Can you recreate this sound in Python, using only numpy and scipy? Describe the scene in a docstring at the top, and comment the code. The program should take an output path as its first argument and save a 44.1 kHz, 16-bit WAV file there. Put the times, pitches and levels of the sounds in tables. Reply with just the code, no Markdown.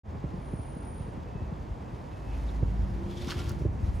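"""Wind buffets the microphone over a rumble of traffic with a far high squeal, thin whistles and drones.
A bicycle rolls closer up a concrete ramp in a car park and, at about 3 s, slews its locked rear tyre
sideways. The rubber drags over grit, judders and chirps as it grips, rings the wheel
and flicks a small stone."""
import sys
import numpy as np
from scipy import signal
from scipy.fft import rfft, irfft
from scipy.io import wavfile

SR = 44100
rng = np.random.default_rng(int(sys.argv[2]) if len(sys.argv) > 2 else 0)


def materialize(psi):
    """Save the field psi as 16-bit PCM at rate SR to the path in sys.argv[1].

    A 1-D psi becomes a single channel; in a 2-D psi each row is a channel.
    """
    bounded = np.clip(np.atleast_2d(psi).T, -1, 1)
    quanta = np.round(bounded * 32767).astype(np.int16)
    wavfile.write(sys.argv[1], SR, quanta)


N = 176400
TIME = np.arange(N) / SR
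BIN_HZ = np.arange(N // 2 + 1) * SR / N


def skid(wheel_db=-6.5, catch_s=0.0014, catch_hz=3080, catch_width_hz=2600):
    """Locked tyre: juddering friction over grit, with chirps and sharp catches where the rubber grips."""
    # Each row: time in seconds, level in dB.
    friction_db = [(3.0, -65.5), (3.075, -62.5), (3.108, -54.5), (3.148, -56), (3.18, -52), (3.198, -53),
                   (3.218, -50), (3.255, -50.5), (3.285, -45), (3.308, -40), (3.322, -42), (3.338, -48.5),
                   (3.37, -49), (3.398, -45.5), (3.425, -51.5), (3.46, -50.5), (3.5, -54), (3.54, -59.5),
                   (3.64, -74)]
    # Rubber on concrete. Each row: frequency in Hz, relative density in dB.
    spectrum = [(500, 9.5), (1200, -6.5), (2100, 1.5), (3300, 4), (5200, -3), (6800, -7.5), (8500, -11.5),
                (11000, -10), (15500, -22.5)]
    # Each row: time in seconds, length in seconds, pitch in Hz, width in Hz, level in dB.
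    chirps = [(3.12, .04, 3350, 330, -62), (3.182, 0.021, 3370, 330, -50.5), (3.291, 0.01, 1060, 520, -40),
              (3.310, 0.015, 4660, 1500, -44), (3.3205, 0.0073, 1340, 900, -37.5),
              (3.329, 0.011, 1310, 800, -44.5), (3.395, 0.057, 1080, 1000, -51.5),
              (3.5, 0.036, 1140, 750, -50.5)]
    # Each row: time in seconds, level in dB.
    catches = [(3.3003, -40), (3.307, -33.5), (3.3184, -38), (3.397, -48)]
    judder = stick_slip()
    friction = colour(grit() * judder, spectrum)
    ring = from_db(wheel_db) * wheel(grit() * judder)
    cracks = rubs([(s, catch_s, catch_hz, catch_width_hz, db) for s, db in catches])
    return level(friction_db) * (friction + ring) + rubs(chirps) * judder + cracks


def stick_slip(slips_per_s=230, jitter=0.4, spread_db=3.0, decay_s=0.002):
    """Rubber catches and lets go: uneven short slips on top of a steady drag; unit power."""
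    gap_draws, size_draws = rng.standard_normal((3000, 2)).T
    onsets = (np.cumsum(np.exp(jitter * gap_draws)) / slips_per_s * SR).astype(int)
    slips = np.bincount(onsets[onsets < N], from_db(spread_db * size_draws[onsets < N]), N)
    return rms_one(1 + signal.lfilter([1], [1, -np.exp(-1 / (decay_s * SR))], slips))


def grit(grains_per_s=2500, spread_db=2.5, grains_db=-4):
    """Sharp grains of uneven size over smooth friction noise; unit power."""
    sizes = from_db(spread_db * np.minimum(rng.exponential(1, (2, N)), 5))
    signs = rng.choice([-1, 1], (2, N))
    hits = rng.random((2, N)) < grains_per_s / SR
    return rms_one(white() + from_db(grains_db) * rms_one(sizes * signs * hits))


def wheel(drive, sideways_s=3.27, swing_s=0.025, low_rise_db=20.5, low_below_hz=2300):
    """Friction rings the wheel; the low modes wake as it turns sideways."""
    # Each row: frequency in Hz, width in Hz, relative level in dB.
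    modes = [(1145, 110, -2.5), (1380, 30, -5.5), (1720, 39, -8.5), (2155, 43, -7), (2810, 35, -4.5),
             (3080, 36, -7), (3330, 45, -1.5), (3570, 25, -5), (3790, 35, -6), (4470, 80, -1),
             (4680, 45, -2), (4940, 40, -4), (5170, 60, -7)]
    turned = np.clip((TIME - sideways_s) / swing_s, 0, 1)
    low_gain = from_db(low_rise_db * (turned - 0.5))
    ring = sum(from_db(db) * resonate(drive, hz, width_hz) * (low_gain if hz < low_below_hz else 1)
               for hz, width_hz, db in modes)
    return ring / np.sqrt(len(modes))


def rolling(flutter_db=1.5):
    """The approaching tread hisses over concrete and scuffs now and then."""
    # Each row: time in seconds, level in dB.
    hiss_db = [(0, -101), (1.3, -76), (2.1, -67.5), (2.42, -59), (2.62, -64.5), (2.8, -64), (3.0, -62),
               (3.55, -60), (3.72, -66), (3.86, -60.5), (4, -60.5)]
    # Each row: frequency in Hz, relative density in dB.
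    spectrum = [(500, -4), (1500, 8), (3500, 0), (6000, -3), (8500, -10.5), (11000, -7), (15500, -27)]
    # Each row: time in seconds, length in seconds, centre in Hz, width in Hz, level in dB.
    scuffs = [(2.34, 0.036, 2500, 900, -59), (2.49, 0.02, 3650, 900, -59), (3.178, .012, 5600, 2000, -57),
              (3.222, 0.019, 3700, 2200, -51.5), (3.273, .006, 4600, 2500, -50),
              (3.287, .005, 5700, 1200, -50), (3.398, 0.012, 4200, 3440, -48),
              (3.496, 0.015, 5100, 3000, -50), (3.598, .012, 5198, 3500, -66),
              (3.85, 0.025, 5500, 3000, -75), (3.96, 0.044, 9000, 5100, -67.5)]
    return level(hiss_db) * from_db(flutter_db * drift(26)) * colour(grit(), spectrum) + rubs(scuffs)


def rubs(rows):
    """Brief friction bursts, each through its own resonance twice."""
    return sum(from_db(db) * bump(s, length_s) * resonate(resonate(white(), hz, width_hz), hz, width_hz)
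               for s, length_s, hz, width_hz, db in rows)


def stones(decay_s=0.0013, highpass_hz=5000):
    """Dry bright ticks of stone flicked by the tyre."""
    # Each row: start in seconds, level before the high-pass in dB.
    ticks = [(3.494, -35), (3.5015, -50), (3.518, -45), (3.547, -62), (3.595, -58)]
    envelope = sum(from_db(db) * (TIME >= s) * np.exp(-np.maximum(TIME - s, 0) / decay_s)
                   for s, db in ticks)
    highpass = signal.butter(2, highpass_hz, "high", fs=SR, output="sos")
    return signal.sosfilt(highpass, envelope * white() + 1e-18)


def car_park(x):
    """Direct sound plus reflections from walls and parked cars."""
    # Each row: delay in seconds, gain in dB.
    echoes = [(.0071, -13.5), (.023, -13.5)]
    return x + sum(from_db(db) * np.array([np.interp(TIME - s, TIME, side, left=0) for side in x])
                   for s, db in echoes)


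def wind(coherence=0.8):
    """Low turbulence on the microphone, with single buffets."""
    # Each row: time in seconds, level in dB.
    turbulence_db = [(0, -39), (.3, -43.5), (.8, -45.5), (1.1, -44), (1.45, -41.5), (1.85, -45),
                     (2.15, -45), (2.5, -37.5), (2.82, -33.5), (3.15, -39.5), (3.4, -34.5), (3.57, -34.5),
                     (3.68, -32.5), (3.77, -34.5), (3.86, -35.5), (4, -35)]
    # Each row: frequency in Hz, relative density in dB.
    spectrum = [(25, -22), (50, -2.5), (78, 2.5), (120, -6), (200, -13), (330, -21), (600, -40),
                (1500, -73), (6000, -105)]
    # Each row: time in seconds, level in dB, centre in Hz.
    buffets = [(.158, -28, 130), (.245, -23.5, 160), (.259, -28.5, 90), (.346, -26.5, 160),
               (.389, -30, 140), (0.54, -25, 150), (.6, -28, 104), (0.769, -32, 200), (1.007, -28, 158),
               (1.087, -30.5, 129), (1.177, -29, 190), (1.36, -28, 130), (1.424, -27.5, 106),
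               (1.527, -26.5, 169), (1.715, -27.5, 85), (1.937, -30, 150), (2.633, -17.5, 115),
               (2.795, -25, 85), (2.832, -21, 78.4), (3.278, -25.5, 212), (3.364, -28.5, 135),
               (3.405, -32, 140), (3.51, -30, 120), (3.622, -22.5, 125), (3.653, -27.5, 340),
               (3.662, -19, 96), (3.705, -23, 72.4), (3.84, -20, 82), (3.89, -24, 76), (3.95, -24, 65.5)]
    turbulence = level(turbulence_db) * colour(stereo(white(), [(100, coherence)]), spectrum)
    return turbulence + puffs(buffets) + eddies(buffets)


def puffs(buffets, centre_hz=244, stage_width_hz=356, length_s=0.011, lead_s=0.0028, above_hz=88):
    """A turbulent puff at the front of each faster eddy, 14.5 dB below it."""
    noise = rng.standard_normal(N)
    for _ in range(3):
        noise = resonate(noise, centre_hz, stage_width_hz)
    return noise * sum(from_db(db - 14.5) * bump(s - lead_s, length_s)
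                       for s, db, hz in buffets if hz > above_hz)


def eddies(buffets, rise_per_cycle=2.18, fall_per_cycle=1.48, slowing_per_cycle=0.43, side_db=-14):
    """Each eddy thumps the microphone with a few slowing pressure swings."""
    out = np.zeros((2, N))
    for s, db, hz in buffets:
        near = np.abs(TIME - s) * hz < 10
        cycles = (TIME[near] - s) * hz
        swings = (1 - np.exp(-slowing_per_cycle * cycles)) / slowing_per_cycle
        envelope = from_db(db) * 2 / (np.exp(-rise_per_cycle * cycles) + np.exp(fall_per_cycle * cycles))
        mid, side = np.sin(2 * np.pi * (swings + rng.random((2, 1))))
        out[:, near] += envelope * left_right(mid, from_db(side_db) * side)
    return out


def traffic(level_db=-41, waver_db=0.5):
    """Wide steady rumble of distant traffic, a little to the right."""
    # Each row: frequency in Hz, relative density in dB.
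    spectrum = [(25, -22), (50, 2.5), (100, -4.5), (200, -7.5), (400, -14), (650, -15.5), (950, -16),
                (1500, -28), (2300, -34), (4000, -50), (7000, -49.5), (8600, -60.5), (11800, -74),
                (13200, -88)]
    # Each row: frequency in Hz, left-right coherence.
    coherence = [(60, 1), (270, 0.84), (450, 0.4), (740, -0.16), (1220, -0.35), (2000, 1), (5500, 0.83),
                 (9000, 0.81), (15000, 0.013)]
    # Each row: frequency in Hz, left minus right in dB.
    balance_db = [(80, -0.3), (380, -2), (700, -3), (1300, -0.5), (2400, 0.5)]
    gain = from_db(level_db + waver_db * drift(9.1))
    left, right = gain * colour(stereo(white(), coherence), spectrum)
    pan = from_db(per_bin(balance_db) / 2)
    return irfft([rfft(left) * pan, rfft(right) / pan], N)


def drones(wobble_rad=0.25):
    """Low engine drones swelling in turn."""
    # Each row: start and end in seconds, first and last pitch in Hz, level and unsteadiness in dB.
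    engines = [(2.15, 3.135, 52.73, 54, -31, 0.5), (2.1, 2.85, 262, 283, -52, 1.5),
               (2.5, 3.3, 183, 198, -41, 1)]
    out = np.zeros(N)
    for start_s, end_s, first_hz, last_hz, db, unsteady_db in engines:
        envelope = np.sqrt(2) * from_db(db + unsteady_db * drift(6.5)) * swell(start_s, end_s)
        phase = glide([start_s, end_s], [first_hz, last_hz])
        out += envelope * np.sin(phase + wobble_rad * drift(5.5))
    return out


def whistles():
    """Thin far whistles: swelling narrow bands of noise."""
    # Each row: start and end in seconds, first and last pitch in Hz, half width in Hz,
    # level in dB, side relative to mid in dB.
    bands = [(1.1, 1.7, 2595, 2590, 11, -71, -20), (1.75, 2.65, 2595, 2597, 10, -71.5, -22),
             (2.13, 2.54, 2595, 2600, 10, -68, -22), (0.89, 1.44, 478, 484, 8.2, -54, -12)]
    out = np.zeros((2, N))
    for start_s, end_s, first_hz, last_hz, half_width_hz, db, side_db in bands:
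        phase = glide([start_s, end_s], [first_hz, last_hz])
        mid, side = [narrow_noise(phase, half_width_hz) for _ in range(2)]
        out += from_db(db) * swell(start_s, end_s) * left_right(mid, from_db(side_db) * side)
    return out


def hum(unsteady_db=2.2, wobble_rad=0.53):
    """A wavering motor in the traffic; its pitch climbs a little, then sags."""
    # Each row: time in seconds, pitch in Hz, level in dB.
    track = [(2.75, 330, -90), (2.88, 333.7, -60), (2.97, 339.4, -46.5), (3.1, 346.4, -44),
             (3.17, 350, -53.5), (3.27, 353.2, -46), (3.35, 353.1, -46.5), (3.48, 349.3, -48.5),
             (3.65, 342, -55), (3.85, 343, -90)]
    s, hz, db = np.transpose(track)
    phase = glide(s, hz)
    envelope = np.sqrt(2) * from_db(np.interp(TIME, s, db) + unsteady_db * drift(12))
    return envelope * np.sin(phase + wobble_rad * drift(11))


def squeal(wander_hz=35, halo_hz=142, halo_db=-4.5):
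    """One channel of a far high squeal, perhaps a brake: a wandering tone in a halo of noise."""
    # Each row: time in seconds, pitch in Hz, tone level in dB.
    track = [(.24, 9470, -93), (.385, 9450, -78), (.47, 9400, -67), (.61, 9430, -62), (.74, 9390, -65),
             (.84, 9375, -61.5), (.99, 9380, -61.5), (1.08, 9340, -71.5), (1.15, 9320, -81),
             (1.28, 9300, -95)]
    s, hz, db = np.transpose(track)
    phase = 2 * np.pi * np.cumsum(np.interp(TIME, s, hz) + wander_hz * drift(61.5)) / SR
    envelope = from_db(np.interp(TIME, s, db, left=-np.inf, right=-np.inf))
    return envelope * (np.sqrt(2) * np.sin(phase) + from_db(halo_db) * narrow_noise(phase, halo_hz))


def from_db(db):
    """Decibels to gain."""
    return 10 ** (np.asarray(db) / 20)


def rms_one(x):
    """Scale to unit power."""
    return x / np.sqrt(np.mean(x ** 2) + 1e-20)


def level(rows):
    """Gain over time from (s, dB) points."""
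    return from_db(np.interp(TIME, *np.transpose(rows)))


def bump(s, length_s):
    """Gaussian envelope centred on a moment."""
    return np.exp(-np.minimum(((TIME - s) / length_s) ** 2 * 2, 50))


def swell(start_s, end_s):
    """Arched envelope between two moments."""
    progress = np.clip((TIME - start_s) / (end_s - start_s), 0, 1)
    return np.maximum(np.sin(np.pi * progress), 0) ** 0.97


def glide(times_s, pitches_hz):
    """Phase in radians of a pitch sliding between points, from a random start."""
    return 2 * np.pi * (np.cumsum(np.interp(TIME, times_s, pitches_hz)) / SR + rng.random())


def white():
    """Two independent white noises."""
    return rng.standard_normal((2, N))


def drift(rate_hz):
    """Slow random motion of spread 1, drawn every 40 samples."""
    pole = np.exp(-2 * np.pi * rate_hz * 40 / SR)
    slow = signal.lfilter([1], [1, -2 * pole, pole * pole], rng.standard_normal(N // 40 + 2002))[2000:]
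    return np.interp(np.arange(N) / 40, np.arange(len(slow)), rms_one(slow))


def narrow_noise(phase, half_width_hz):
    """Noise band around a carrier phase."""
    lowpass = 1 / (1 + (BIN_HZ / half_width_hz) ** 4)
    in_phase, quadrature = [rms_one(irfft(rfft(noise) * lowpass, N)) for noise in white()]
    return in_phase * np.sin(phase) + quadrature * np.cos(phase)


def resonate(x, hz, width_hz):
    """One resonance; unit power."""
    radius = np.exp(-np.pi * width_hz / SR)
    feedback = [1, -2 * radius * np.cos(2 * np.pi * hz / SR), radius * radius]
    return rms_one(signal.lfilter([1, 0, -1], feedback, x))


def per_bin(points):
    """Interpolate (Hz, value) points onto the FFT bins in log frequency."""
    hz, values = np.transpose(points)
    return np.interp(np.log(np.maximum(BIN_HZ, 1)), np.log(hz), values)


def colour(x, spectrum):
    """Filter by (Hz, dB) points, with nothing below 20 Hz; unit power."""
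    return rms_one(irfft(rfft(x) * from_db(per_bin(spectrum)) * (BIN_HZ > 20), N))


def left_right(mid, side):
    """Mid and side to two channels."""
    return np.array([mid + side, mid - side])


def stereo(pair, coherence):
    """Mix two independent signals to left and right by (Hz, coherence) points."""
    alike = np.clip(per_bin(coherence), -0.99, 0.99)
    mid, side = rfft(pair)
    return irfft(left_right(np.sqrt(1 + alike) * mid, np.sqrt(1 - alike) * side), N) / np.sqrt(2)


def scene():
    """The bicycle with traffic behind it and wind on the microphone."""
    # Each row: frequency in Hz, left-right coherence.
    bike_coherence = [(400, 0.68), (750, .1), (1300, 1), (2300, 0.97), (4400, 0.72), (7000, 1),
                      (9000, 0.24), (15000, 0.2)]
    tyre = car_park(stereo(rolling() + skid(), bike_coherence))
    bicycle = tyre + stereo(stones(), bike_coherence)
    background = traffic() + drones() + whistles() + hum() + np.array([squeal(), squeal()])
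    return bicycle + background + wind()


def record(dry):
    """Quick fade-in and a steep low-pass."""
    fade_start_s, fade_end_s, cutoff_hz = 0.033, 0.091, 15900
    fade = np.clip((TIME - fade_start_s) / (fade_end_s - fade_start_s), 0, 1) ** 1.11
    return signal.sosfilt(signal.ellip(10, 0.1, 80, cutoff_hz, fs=SR, output="sos"), dry * fade)


dry = scene()
out = record(dry)
materialize(out)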